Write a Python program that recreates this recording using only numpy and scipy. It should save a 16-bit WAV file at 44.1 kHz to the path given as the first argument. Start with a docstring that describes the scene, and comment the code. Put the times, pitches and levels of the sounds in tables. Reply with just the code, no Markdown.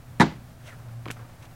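"""On a lawn in a yard, a hollow toy bat whacks the hollow plastic base of a toy basketball hoop.
The impact dents the wall with a thump; as the bat flattens, each contact excites damped modes of cavity
and wall and a crack of dense high modes. The yard answers faintly by scattering and reflection.
The bat scrapes off the dome with sliding friction and, lifted, gives a few small plastic clicks.
Clothes and grass rustle, and the hum of a distant motor swells and sinks over quiet outdoor air."""
import sys
import numpy as np
from scipy import signal
from scipy.fft import rfft, irfft, next_fast_len
from scipy.io import wavfile

SR = 44100
rng = np.random.default_rng(int(sys.argv[2]) if len(sys.argv) > 2 else 0)


def master_out(mix):
    """Clip the mix to full scale and print it as 16-bit PCM to the path in sys.argv[1]."""
    frames = np.transpose(np.atleast_2d(mix))
    ceiling = np.clip(frames, -1, 1)
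    pcm = np.round(ceiling * 32767).astype(np.int16)
    wavfile.write(sys.argv[1], SR, pcm)


N = 68355
T = np.arange(N) / SR


def from_db(db):
    """Amplitude ratio of a level in decibels."""
    return 10 ** (np.asarray(db) / 20)


def rms_one(x):
    """Normalisation to unit rms."""
    return x / np.sqrt(np.mean(x ** 2) + 1e-20)


def at_hz(table, hz, column=1):
    """Interpolation of a table column over log frequency."""
    table = np.array(table)
    return np.interp(np.log(hz + 1), np.log(table[:, 0]), table[:, column])


def noise(spectrum):
    """Spectral shaping of white noise, at unit rms."""
    size = next_fast_len(N)
    gain = from_db(at_hz(spectrum, np.fft.rfftfreq(size, 1 / SR)))
    return rms_one(irfft(rfft(rng.standard_normal(size)) * gain, size)[:N])


def filtered(x, kind, hz, order=2):
    """Maximally flat low-, high- or band-pass filtering."""
    return signal.sosfilt(signal.butter(order, hz, kind, fs=SR, output="sos"), x)


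def impulses(times, db):
    """Impulsive excitation at the given times."""
    out = np.zeros(N)
    np.add.at(out, (np.atleast_1d(times) * SR).astype(int), from_db(db))
    return out


def through(x, response):
    """Convolution with an impulse response."""
    return signal.fftconvolve(x, response)[:N]


def decay(t60):
    """Exponential decay, by 60 dB in t60 seconds."""
    return np.exp(-np.log(1000) * T / t60)


def modes(table):
    """Superposition of damped modes, neighbours in opposite phase."""
    return sum((-1) ** k * from_db(db) * decay(t60) * np.sin(2 * np.pi * hz * T)
               for k, (hz, db, t60) in enumerate(table))


def dense_ring(table, rise_s, size=32768):
    """High modal overlap: noise whose third-octave bands each decay at their own rate."""
    hz = np.fft.rfftfreq(size, 1 / SR)
    coloured = irfft(rfft(rng.standard_normal(size)) * from_db(at_hz(table, hz)))
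    spectrum = rfft(rms_one(coloured))
    edges = 60 * 2 ** (np.arange(26) / 3)
    ring = np.zeros(size)
    for low, high in zip(edges, edges[1:]):
        band = irfft(spectrum * (hz >= low) * (hz < high))
        t60 = at_hz(table, np.sqrt(low * high), column=2)
        ring += band * decay(t60)[:size]
    return ring * (1 - np.exp(-T[:size] / rise_s))


def waver(db, hz):
    """Random amplitude modulation: a gain that wanders at rates mostly below hz."""
    return from_db(db * noise([(hz, 0), (2 * hz, -20), (10 * hz, -120)]))


# spectrum of the outdoor air: f/Hz, relative spectral level/dB
AIR_SPECTRUM = [(20, -2), (50, -6), (90, 1), (140, 4), (190, -10), (300, -13), (420, -18.5), (650, -13.5),
                (950, -19.5), (1500, -21), (3000, -29.5), (7000, -33), (15500, -35.5)]

def air():
    """Ambient noise: broadband, strongest in the bass and nearly steady."""
    return from_db(-47) * noise(AIR_SPECTRUM) * waver(db=-0.5, hz=9)


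# course of the motor's fundamental: t/s, level/dB, f/Hz
HUM_COURSE = [(0, -49.5, 120.5), (.15, -50.5, 119.6), (.45, -53, 119.4), (.62, -51, 115.2),
              (.76, -46, 114.9), (.93, -38, 117), (1.05, -41.5, 116.9), (1.22, -47, 116.7), (1.4, -51, 115),
              (1.55, -60, 115.6)]

def hum(overtone_hz=244):
    """Periodic vibration of a distant motor: a low tone that swells and sinks, and a faint overtone."""
    s, db, hz = np.transpose(HUM_COURSE)
    phase = 2 * np.pi * np.cumsum(np.interp(T, s, hz)) / SR
    tone = from_db(np.interp(T, s, db)) * np.sin(phase)
    overtone = from_db(-62.5) * waver(db=2, hz=5.5) * np.sin(2 * np.pi * overtone_hz * T)
    return np.sqrt(2) * (tone + overtone)


# swells as the child moves: t/s, level/dB, duration/s
RUSTLE_SWELLS = [(.86, -55, 0.23), (1.185, -48.5, 0.042), (1.275, -55, 0.19), (1.45, -56.5, .1)]  # clothes and grass, soft
BRUSH_SWELLS = [(.677, -51.5, 0.054), (1.44, -54.5, 0.04)]  # plastic and cloth, bright
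# their spectra: f/Hz, relative spectral level/dB
RUSTLE_SPECTRUM = [(150, 9.5), (400, 1), (750, 6.5), (1500, 2), (2500, -7), (5000, -21.5), (14000, -32)]
BRUSH_SPECTRUM = [(800, -6.5), (2600, 5), (3900, -2), (4900, -10), (6100, -1), (7300, -11.5), (8600, -7),
                  (14000, -21)]

def rustle(swells, spectrum):
    """Friction noise of light rubbing, in bell-shaped swells."""
    envelope = sum(from_db(db) * np.exp(-(2 * (T - s) / length) ** 2) for s, db, length in swells)
    return envelope * noise(spectrum) * waver(db=3, hz=40.7)


# the bat's slide off the dome: t/s, level/dB, resonance f/Hz
SCRAPE_COURSE = [(0.636, -66, 2982), (.668, -56, 2700), (0.689, -49.5, 1974), (0.707, -51, 1996),
                 (.728, -50, 1814), (.765, -73, 1520)]
# spectrum of plastic rubbing on plastic: f/Hz, relative spectral level/dB
RUB_SPECTRUM = [(200, -22), (420, -6.5), (620, 2.5), (850, -8), (1400, -0.5), (2100, -7.5), (3500, -19.5),
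                (8000, -24), (14000, -30)]

def scrape(bandwidth_hz=140, ring_db=-3.5):
    """Sliding friction: a grainy rub with a narrow resonance that sinks in pitch."""
    s, db, hz = np.transpose(SCRAPE_COURSE)
    phase = 2 * np.pi * np.cumsum(np.interp(T, s, hz)) / SR
    ring = rms_one(filtered(rng.standard_normal(N), "low", bandwidth_hz / 2) * np.sin(phase))
    envelope = np.interp(T, s, from_db(db), left=0, right=0)
    return envelope * (noise(RUB_SPECTRUM) + from_db(ring_db) * ring) * waver(db=-0.5, hz=120)


# clicks of the lifted bat: t/s, level/dB, low-pass f/Hz, T60/s
BAT_CLICKS = [(1.0569, -31.5, 2530, 0.016), (1.0631, -25.5, 814, 0.026), (1.0772, -37, 3000, 0.022),
              (1.0836, -30, 3520, 0.0086), (1.0852, -28.5, 1200, 0.017), (1.093, -39, 2000, 0.037),
              (1.102, -25, 1500, 0.022), (1.1051, -26, 3540, 0.017), (1.1100, -41, 11700, 0.11),
              (1.113, -25.5, 11100, 0.007)]
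# their common spectrum: f/Hz, relative spectral level/dB
BAT_SPECTRUM = [(100, 1), (270, 11.5), (600, 2), (1100, 3), (2800, 4), (5000, -2), (12000, -2),
                (15000, -16)]

def bat_clicks():
    """Damped transients of thin plastic: short bursts of noise, some dull, some sharp."""
    out = np.zeros(N)
    for s, db, cutoff_hz, t60 in BAT_CLICKS:
        burst = rms_one(filtered(noise(BAT_SPECTRUM), "low", cutoff_hz)) * decay(t60)
        out += through(impulses(s, db), burst)
    return out


# snaps at first touch and as the bat's rattle ends: t/s, level before filtering/dB
EDGE_SNAPS = [(0.198, -27), (1.1129, -16)]

def snaps():
    """Hard edges meet so briefly that each contact radiates a single bright impulse."""
    s, db = np.transpose(EDGE_SNAPS)
    return filtered(impulses(s, db), "band", [2500, 12000], order=1)


# reverberation of the yard: f/Hz, relative spectral level/dB, T60/s
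YARD_REVERB = [(60, 8.5, 1), (112, -13, 0.94), (202, 7, 0.53), (397, -2.5, 0.35), (590, -9.5, 0.43),
               (900, -3, 0.35), (2020, -5.5, 0.32), (2800, -12, 0.37), (4500, -15, 0.33),
               (7860, -22.5, 0.27), (9800, -56, 0.13), (15000, -51, 0.1)]

def yard(hit, echo_s=0.1, echo_db=-32.5):
    """Diffuse scattering by lawn and bushes, and one thin, dull reflection from a wall of the yard."""
    onset_s = BAT_CONTACTS[1][0]  # the contact with the loudest crack
    scattered = through(impulses(onset_s, db=-24.5), dense_ring(YARD_REVERB, rise_s=0.0092))
    thin = filtered(hit, "high", 500, order=1)
    echo = filtered(through(thin, impulses(echo_s, echo_db)), "low", 2900)
    return scattered + echo


# the plastic wall's thump, then its knock: t/s, peak level/dB, lower f/Hz, upper f/Hz
WALL_DENTS = [(.2019, -4.5, 131, 245), (.21255, -9.5, 800, 1060)]

def dents():
    """Heavily damped motion: the wall gives way in brief, band-limited swings."""
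    out = np.zeros(N)
    for s, db, low_hz, high_hz in WALL_DENTS:
        swing = filtered(impulses(s, 0), "band", [low_hz, high_hz])
        out -= from_db(db) * swing / np.abs(swing).max()
    return out


# contacts within the one whack: t/s, then relative level/dB of cavity, wall and crack
BAT_CONTACTS = [(.1986, -21, -6, -5), (.20552, -7, -2, 0), (.21315, -1, 3, -5), (.21911, -.5, -9.5, -7),
                (.22587, -1, -13, -10), (.26356, -10, -27, -27)]
# modes of the base: f/Hz, relative level/dB, T60/s
CAVITY_MODES = [(88, -42, .6), (129.5, -31, .27), (155.5, -29, .26), (194, -15.5, .18), (256, -17.5, .155),
                (329, -21, .125), (410, -23.5, .115)]  # enclosed air and body
WALL_MODES = [(703, -22, .096), (842, -15.5, .061), (965, -14, .058), (1135, -27, .107), (1241, -23, .09),
              (1415, -23, .065), (1556, -24.5, .07), (1744, -17, .06), (1902, -21, .06), (2001, -26, .06),
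              (2127, -28.5, .06), (2188, -27, .07)]  # plastic wall
# dense high modes of bat and base: f/Hz, relative spectral level/dB, T60/s
CRACK_BANDS = [(60.4, 1.5, .12), (150, 6, 0.092), (298, -6.5, 0.31), (585, -2.5, 0.18), (1420, -0.5, 0.077),
               (2220, 0, 0.07), (2830, -11.5, 0.034), (3680, -1, 0.05), (4640, -13.5, 0.066),
               (6700, -14.5, 0.041), (9060, -17, 0.03), (12500, -28, 0.03), (15000, -57, .03)]

def whack(wall_rise_s=0.0009, radiates_above_hz=117):
    """Impact excitation: the wall dents, and each contact rings cavity and wall and adds a crack."""
    s, cavity_db, wall_db, crack_db = np.transpose(BAT_CONTACTS)
    cavity = through(impulses(s, cavity_db + 1), modes(CAVITY_MODES))
    swing_up = 1 - np.exp(-T / wall_rise_s)
    wall = through(impulses(s, wall_db - 0.5), modes(WALL_MODES) * swing_up)
    ring = filtered(cavity + wall, "high", radiates_above_hz)  # a small body radiates bass poorly
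    crack = sum(through(impulses(at, db - 15), dense_ring(CRACK_BANDS, rise_s=0.00027, size=8192))
                for at, db in zip(s, crack_db))
    return dents() + ring + crack


def scene():
    """Linear superposition of all sources in one channel."""
    hit = whack()
    friction = scrape() + rustle(RUSTLE_SWELLS, RUSTLE_SPECTRUM) + rustle(BRUSH_SWELLS, BRUSH_SPECTRUM)
    return (air() + friction + yard(hit) + bat_clicks() + snaps() + hum() + hit)[None]


def record(dry):
    """Soft saturation rounds the loudest peaks; a steep low-pass limits the bandwidth."""
    ceiling, cutoff_hz = 0.75, 16000
    rounded = dry / (1 + (dry / ceiling) ** 6) ** (1 / 6)
    return signal.sosfilt(signal.ellip(10, 0.1, 80, cutoff_hz, fs=SR, output="sos"), rounded)


dry = scene()
out = record(dry)
master_out(out)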